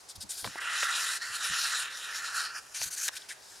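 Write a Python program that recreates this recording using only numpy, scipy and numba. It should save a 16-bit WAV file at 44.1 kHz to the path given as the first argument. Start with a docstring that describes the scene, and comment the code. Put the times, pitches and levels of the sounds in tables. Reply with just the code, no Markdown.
"""At a table in a quiet room, a thumb drags a thick booklet page across the one below, then lifts and turns it.
The rub is many tiny noise grains: resonances of the air pocket under the arched page colour the drag,
and brighter ones colour the swishes of the free pages. Short noise bursts make the ticks of buckling paper,
soft low swells make the bumps in the table. Short echoes, room noise and one faint steady tone lie around it."""
import sys
import numpy as np
from scipy import signal
from scipy.io import wavfile
from numba import njit

SR = 44100
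rng = np.random.default_rng(int(sys.argv[2]) if len(sys.argv) > 2 else 0)


def voltage_ratio(decibels):
    """Convert decibels (scalar or array-like) to amplitude ratios, 20 dB per decade."""
    exponent = np.asarray(decibels, float) / 20
    return 10 ** exponent


def to_wav(sig):
    """Store sig (one row per channel, or 1-D mono) as 16-bit WAV at the path in sys.argv[1].

    Samples outside -1..1 are clipped; the rate is SR.
    """
    pcm = np.clip(np.atleast_2d(sig), -1, 1) * 32767
    pcm = np.round(pcm).astype(np.int16)
    wavfile.write(sys.argv[1], SR, pcm.T)  # frames by channels


N = 158760   # length in samples, 3.6 s

# The rub itself: uneven grains mixed with smooth noise (share of power), its level juddering
GRAINS_PER_S, GRAIN_SPREAD_DB, SMOOTH_SHARE = 9000, 3, 0.45
JUDDER_DB, JUDDER_HZ = 0.88, 56.7
COLOUR_DRIFT_DB, COLOUR_DRIFT_HZ = 2.2, 9   # each resonance swells and fades

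# The page edge drags: time_s, treble_level_db, pocket_against_treble_db
DRAG_CURVE = [(.47, -42, -17), (.5, -49.5, -1), (.57, -49, 3), (.583, -44, 7.5), (.595, -62, 26.5),
              (.607, -45, -1), (.617, -45, 13), (.635, -46, 7), (.69, -45.5, 11.5), (.73, -39.5, 7.5),
              (.845, -33, 0), (.86, -41, 6.5), (.96, -34, -0.5), (1.175, -34.5, -5), (1.195, -54, -1),
              (1.22, -41, -1), (1.32, -42.5, 2.5), (1.355, -33.5, -4), (1.39, -45, 1.5),
              (1.445, -31.5, -2.5), (1.5, -36.5, 1), (1.6, -33, -4), (1.82, -35, -0.5), (1.89, -49, 8.5),
              (1.98, -42.5, -2), (2.13, -45.5, 4), (2.165, -38.5, -0.5), (2.22, -46.5, 6.5), (2.27, -39, 0),
              (2.32, -49.5, 7), (2.365, -34.5, -1.5), (2.46, -38.5, 0), (2.49, -51, 7), (2.533, -56, 7),
              (2.545, -48, 3.5), (2.59, -42.5, 0.5), (2.605, -54.5, 1), (2.7, -55, -9), (2.74, -50, -7)]
# Low resonances of the air pocket: start_pitch_hz, width_hz, level_db
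POCKET_LOW = [(1130, 2300, -13.5), (1990, 470, -0.5)]
# Another low pocket resonance, growing as the arch rises: pitch_hz, width_hz, level_db
POCKET_DEEP = [(1391, 332, 0)]
# Second pocket resonance: pitch_hz, width_hz, level_db
POCKET_SECOND = [(2706, 1040, 0)]
# Upper pocket resonances: pitch_hz, width_hz, level_db
POCKET_HIGH = [(5430, 1630, -1), (7084, 1080, -2), (8340, 1940, -6.5), (10110, 2300, -8),
               (13000, 4000, -19.5)]
# A pocket resonance that wanders as the arch bends: time_s, pitch_hz
ARCH_PITCH = [(.75, 3880), (.93, 3760), (1.15, 4000), (1.3, 4400), (1.43, 3700), (1.62, 4060), (2.0, 3700),
              (2.45, 4260), (2.7, 5070)]
ARCH_WIDTH_HZ, ARCH_DB = 850, 2
LOW_DB, POCKET_SAG_PER_S = -4.5, 0.035       # sag: how fast the POCKET_LOW pitches sink, as a share
DEEP_START_DB, DEEPENS_DB_PER_S = -3, 1.5
SECOND_DB, SECOND_FOLLOWS = -5.5, 0.9        # against the treble; share of the low resonances' swing

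# Free pages brush each other:
# start_s, length_s, level_db, swell_start_to_end_db, flapping_sheet_against_it_db
SWISHES = [(0, 0.04, -61, -27, -14), (0.082, 0.048, -43.5, -4, -22), (0.15, 0.026, -46.5, -5, -33),
           (0.2, 0.047, -41, -6, -22.5), (0.288, 0.09, -39, -12, -18), (0.361, 0.08, -39.5, -2, -18.5),
           (0.428, 0.046, -39, 6, -14), (2.738, 0.11, -41, -18, -8), (2.798, 0.057, -31.5, 12.5, -11.5),
           (2.846, 0.055, -38, -9, -10.5), (2.9, 0.061, -36, 3, -10), (2.948, 0.064, -38, 8, -7),
           (3.004, 0.026, -35, 2, -7.5), (3.02, 0.077, -32.5, -5, -11), (3.072, 0.019, -28, 19, -5.5),
           (3.1, 0.053, -51, 29, -2), (3.145, 0.044, -40.5, 5, -6), (3.178, 0.15, -56.5, -19, -3),
           (3.282, 0.06, -42.5, -10, -6), (3.315, 0.11, -63, -12, 3.5), (3.384, 0.23, -53, 5, -8)]
SWISH_EDGE_S, SWISH_ROUND = 0.0092, 0.47     # quick start and stop; power of the bulge
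# Fixed colours of the brushing: pitch_hz, width_hz, level_db
BRUSH = [(7050, 2940, -1.5), (9070, 2050, 2), (10650, 6300, -7.5), (14200, 2700, -26)]
# Main brushing band, following the curl of the free page: time_s, pitch_hz
CURL_PITCH = [(.45, 4880), (2.75, 5950), (3.05, 6020), (3.15, 5050)]
CURL_WIDTH_HZ, CURL_DB = 1300, 4.5
UNDER_SHARE, UNDER_WIDTH_HZ, UNDER_DB = 0.748, 1000, 0   # a lower band at this share of the curl pitch
# The flapping sheet: pitch_hz, width_hz, level_db
SHEET = [(720, 1000, -26.5), (1510, 350, 2.5), (1694, 590, -3), (2444, 1750, -7)]

# The paper buckles: start_s, band_peak_db, centre_hz, ring_t60_s (time to fall by 60 dB)
TICKS = [(.444, -23, 1470, 0.0094), (.447, -27.5, 890, 0.024), (0.462, -35.5, 890, 0.023),
         (0.474, -29, 1160, 0.019), (0.556, -31, 634, 0.013), (0.827, -29, 910, 0.028),
         (0.8283, -17.5, 1950, 0.02), (2.816, -22.5, 1320, 0.0055), (3.0859, -17.5, 2710, 0.0077),
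         (3.092, -27, 1110, 0.0037), (3.167, -28, 3030, 0.012), (3.218, -41, 3600, 0.026),
         (3.303, -32.5, 1820, 0.061)]
TICK_CYCLES, TICK_CRACK_DB = 15.3, -16   # fewer ringing cycles than this widen the band; bright crack
TICK_RISE = 0.1                          # share of the ring time

# Bumps through the table: start_s, peak_db, pitch_hz
BUMPS = [(.15, -53, 122), (0.176, -44, 72.6), (0.231, -45, 161), (0.422, -48, 118), (0.452, -38.5, 174),
         (.47, -44, 134), (1.29, -57, 92), (1.497, -44, 110), (2.805, -53, 121), (2.854, -45.5, 110)]
BUMP_S = 0.042                           # a bump swells for a quarter of this

# Placing: left against right in dB
DRAG_PAN_DB, SWISH_PAN_DB, LOW_PAN_DB = 0.27, 1.5, -1.5
LOW_LAG_S, EDGE_SCATTER_DB = 0.00003, -33    # low pocket sound is late on the left; near glint

WALL_S, WALL_DB, WALL_CUT_HZ = 0.013, -14, 4000   # echo fading time, level, treble cut

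# Colour of the room noise: pitch_hz, density_db (per Hz, relative)
ROOM_COLOUR = [(25, -12.5), (85, 0), (200, -6.5), (400, -0.5), (900, 4), (1600, -1), (3000, -7),
               (5500, 0.5), (10000, -9), (15500, -25)]
# How alike left and right are in the room noise: pitch_hz, likeness (0 unrelated, 1 the same)
ROOM_LIKENESS = [(30, 1), (150, 0.23), (500, 0.12), (2000, 0.15), (8000, 0.9)]
ROOM_DB = -55
# Faint steady tone: pitch_hz, level_db
HUM_TONES = [(398.4, -77)]


def rms_one(x):
    """Scale a sound so that its average strength (rms) is 1."""
    return x / np.sqrt(np.mean(x ** 2) + 1e-20)


def in_time(rows):
    """Read a curve at every sample; its first column of levels is silent outside the curve."""
    s, db, *others = np.transpose(rows)
    t = np.arange(N) / SR
    level = np.interp(t, s, db, left=-120, right=-120)
    return [level] + [np.interp(t, s, column) for column in others]


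def at_hz(points, hz):
    """Read a table at a pitch, with pitch on a log scale."""
    table_hz, value = np.transpose(points)
    return np.interp(np.log(hz), np.log(table_hz), value)


def drift(rate_hz):
    """Slow random wandering with spread 1, made at a fortieth of the sample rate."""
    r = np.exp(-80 * np.pi * rate_hz / SR)
    white = rng.standard_normal(N // 40 + 2002)
    slow = signal.lfilter([1], [1, -2 * r, r * r], white)[2000:]   # drop the filter's start
    return np.interp(np.arange(N) / 40, np.arange(len(slow)), rms_one(slow))


def friction():
    """Fibres catch and slip: dense uneven grains on smooth noise, juddering in level."""
    hit = rng.random(N) < GRAINS_PER_S / SR
    size = voltage_ratio(GRAIN_SPREAD_DB * np.minimum(rng.exponential(1, N), 4.5))
    grains = rms_one(hit * size * rng.choice([-1, 1], N))
    smooth = rng.standard_normal(N)
    rub = np.sqrt(1 - SMOOTH_SHARE) * grains + np.sqrt(SMOOTH_SHARE) * smooth
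    return rub * voltage_ratio(JUDDER_DB * drift(JUDDER_HZ))


@njit
def two_pole(x, gain, first, second):
    """Resonator: each sample feeds back the two before it, and the pitch may change every sample."""
    y = np.zeros(len(x))
    for n in range(2, len(x)):
        y[n] = gain * (x[n] - x[n - 2]) + first[n] * y[n - 1] - second * y[n - 2]
    return y


def resonate(x, hz, width_hz):
    """One resonance, fixed or moving, with gain 1 at its top."""
    r = np.exp(-np.pi * width_hz / SR)
    first = 2 * r * np.cos(2 * np.pi * hz / SR) * np.ones(N)
    return two_pole(x, (1 - r * r) / 2, first, r * r)


def body(x, table):
    """Side-by-side resonances, each passed twice, swelling slowly as the page bends."""
    out = np.zeros(N)
    for k, (hz, width_hz, db) in enumerate(table):
        ring = resonate(resonate(x, hz, width_hz), hz, width_hz)
        level = voltage_ratio(db + COLOUR_DRIFT_DB * drift(COLOUR_DRIFT_HZ))
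        out += (-1) ** k * level * ring   # neighbours with opposite sign
    return rms_one(out)


def page_drag(rub):
    """The rub rings in the air pocket under the arched page: returns its treble and its low part."""
    t = np.arange(N) / SR
    treble_db, pocket_db = in_time(DRAG_CURVE)
    arch_hz = np.interp(t, *np.transpose(ARCH_PITCH))
    upper = body(rub, [(arch_hz, ARCH_WIDTH_HZ, ARCH_DB)] + POCKET_HIGH)
    second = voltage_ratio(SECOND_DB + SECOND_FOLLOWS * pocket_db) * body(rub, POCKET_SECOND)
    edge = voltage_ratio(treble_db) * (upper - second)
    sag = np.exp(-POCKET_SAG_PER_S * t)
    low = body(rub, [(hz * sag, width_hz, db) for hz, width_hz, db in POCKET_LOW])
    deep = voltage_ratio(DEEP_START_DB + DEEPENS_DB_PER_S * t) * body(rub, POCKET_DEEP)
    return edge, voltage_ratio(treble_db + pocket_db + LOW_DB) * (low + deep)


def strokes():
    """Loudness of the brushing and of the flapping sheet: quick start and stop, bulging middle."""
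    t = np.arange(N) / SR
    power = np.zeros((2, N))
    for start_s, length_s, db, swell_db, sheet_db in SWISHES:
        u = np.clip((t - start_s) / length_s, 0, 1)
        edge = np.clip(np.minimum(u, 1 - u) * length_s / SWISH_EDGE_S, 0, 1)
        bulge = np.abs(np.sin(np.pi * u)) ** SWISH_ROUND
        stroke = voltage_ratio(db + swell_db * (u - 0.5)) * edge * bulge
        power += (stroke * voltage_ratio(np.array([[0], [sheet_db]]))) ** 2
    return np.sqrt(power)


def page_swishes(rub):
    """Free pages brush brightly in bands that follow their curl, while the sheet flaps lower down."""
    bright, flap = strokes()
    curl_hz = np.interp(np.arange(N) / SR, *np.transpose(CURL_PITCH))
    under_band = (UNDER_SHARE * curl_hz, UNDER_WIDTH_HZ, UNDER_DB)
    curl_band = (curl_hz, CURL_WIDTH_HZ, CURL_DB)
    return bright * body(rub, [under_band, curl_band] + BRUSH) + flap * body(rub, SHEET)


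def ticks():
    """Each buckle is a dying noise burst in a broad band of the sheet, with a faint bright crack."""
    out, t = np.zeros(N + SR), np.arange(SR // 10) / SR
    for start_s, db, hz, t60 in TICKS:
        fade = voltage_ratio(-60 * t / t60) * (1 - np.exp(-t / (TICK_RISE * t60)))
        burst = rng.standard_normal(len(t)) * fade
        spread = np.clip(1 + TICK_CYCLES / (hz * t60), 1, 2.2)
        sos = signal.butter(2, [hz / spread, hz * spread], "band", fs=SR, output="sos")
        band = signal.sosfilt(sos, burst)
        crack = voltage_ratio(TICK_CRACK_DB) * burst / np.abs(burst).max()
        start = int(start_s * SR)
        out[start:start + len(t)] += voltage_ratio(db) * (band / np.abs(band).max() + crack)
    return out[:N]


def bumps():
    """The table takes soft swells of low noise, partly different on each side."""
    out, t = np.zeros((2, N + SR)), np.arange(SR // 4) / SR
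    for start_s, db, hz in BUMPS:
        left, right, shared = rng.standard_normal((3, SR // 2))
        noise = 1.18 * np.array([left, right]) + shared
        sos = signal.butter(2, [0.52 * hz, 1.6 * hz], "band", fs=SR, output="sos")
        low = signal.sosfilt(sos, noise)[:, SR // 4:]   # skip the filter's start
        swell = low * t * np.exp(-4 * t / BUMP_S)
        start = int(start_s * SR)
        out[:, start:start + len(t)] += voltage_ratio(db) * swell / np.abs(swell).max()
    return out[:, :N]


def echoes(x):
    """A dozen dull, dying reflections on each side, at different delays."""
    dull = signal.sosfilt(signal.butter(1, WALL_CUT_HZ, fs=SR, output="sos"), x)
    out = np.zeros((2, N))
    for k, u in enumerate(rng.uniform(0.05, 3, 24)):
        lag = int(u * WALL_S * SR)
        out[k % 2, lag:] += (-1) ** (k // 2) * np.exp(-u) * dull[:N - lag]
    return voltage_ratio(WALL_DB) * out


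def room_tone():
    """Quiet room noise in half-octave bands, each with its own level and stereo likeness."""
    out = np.zeros((2, N))
    edges = 22 * 2 ** np.arange(0, 9.6, 0.5)
    white = rng.standard_normal((2, 2, N))   # neighbouring bands use different noise
    for k, (low, high) in enumerate(zip(edges, edges[1:])):
        sos = signal.butter(2, [low, high], "band", fs=SR, output="sos")
        mid, side = signal.sosfilt(sos, white[k % 2])
        centre_hz = np.sqrt(low * high)
        alike = np.clip(at_hz(ROOM_LIKENESS, centre_hz), 0, 1)
        band = np.sqrt(1 + alike) * mid + np.sqrt(1 - alike) * side * [[1], [-1]]
        out += voltage_ratio(at_hz(ROOM_COLOUR, centre_hz)) * band
    return voltage_ratio(ROOM_DB) * rms_one(out)


def hum():
    """A steady faint sine tone."""
    t = np.arange(N) / SR
    return sum(voltage_ratio(db) * np.sqrt(2) * np.sin(2 * np.pi * hz * t) for hz, db in HUM_TONES)


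def scene():
    """Swishes a little left, low pocket sound a little right, room around."""
    rub = friction()
    edge, low = page_drag(rub)
    swish, snaps = page_swishes(rub), ticks()
    sides = np.array([[0.5], [-0.5]])   # left, right
    n = np.arange(N)
    late_low = np.interp(n - LOW_LAG_S * SR, n, low)
    pocket = np.array([late_low, low]) * voltage_ratio(LOW_PAN_DB * sides)
    # a near glint off the table, 2 ms later, with opposite sign on each side
    scatter = voltage_ratio(EDGE_SCATTER_DB) * np.roll(edge + swish, int(0.002 * SR)) * 2 * sides
    paper = edge * voltage_ratio(DRAG_PAN_DB * sides) + swish * voltage_ratio(SWISH_PAN_DB * sides)
    paper = paper + snaps + pocket + scatter
    return paper + echoes(edge + swish + low + snaps) + bumps() + room_tone() + hum()


def top_cut(x):
    """Nothing passes above the cut-off."""
    return signal.sosfilt(signal.butter(12, 15760, fs=SR, output="sos"), x)


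def record(dry):
    """Turn the finished mix into the sound that is written out."""
    return top_cut(dry)


dry = scene()
out = record(dry)
to_wav(out)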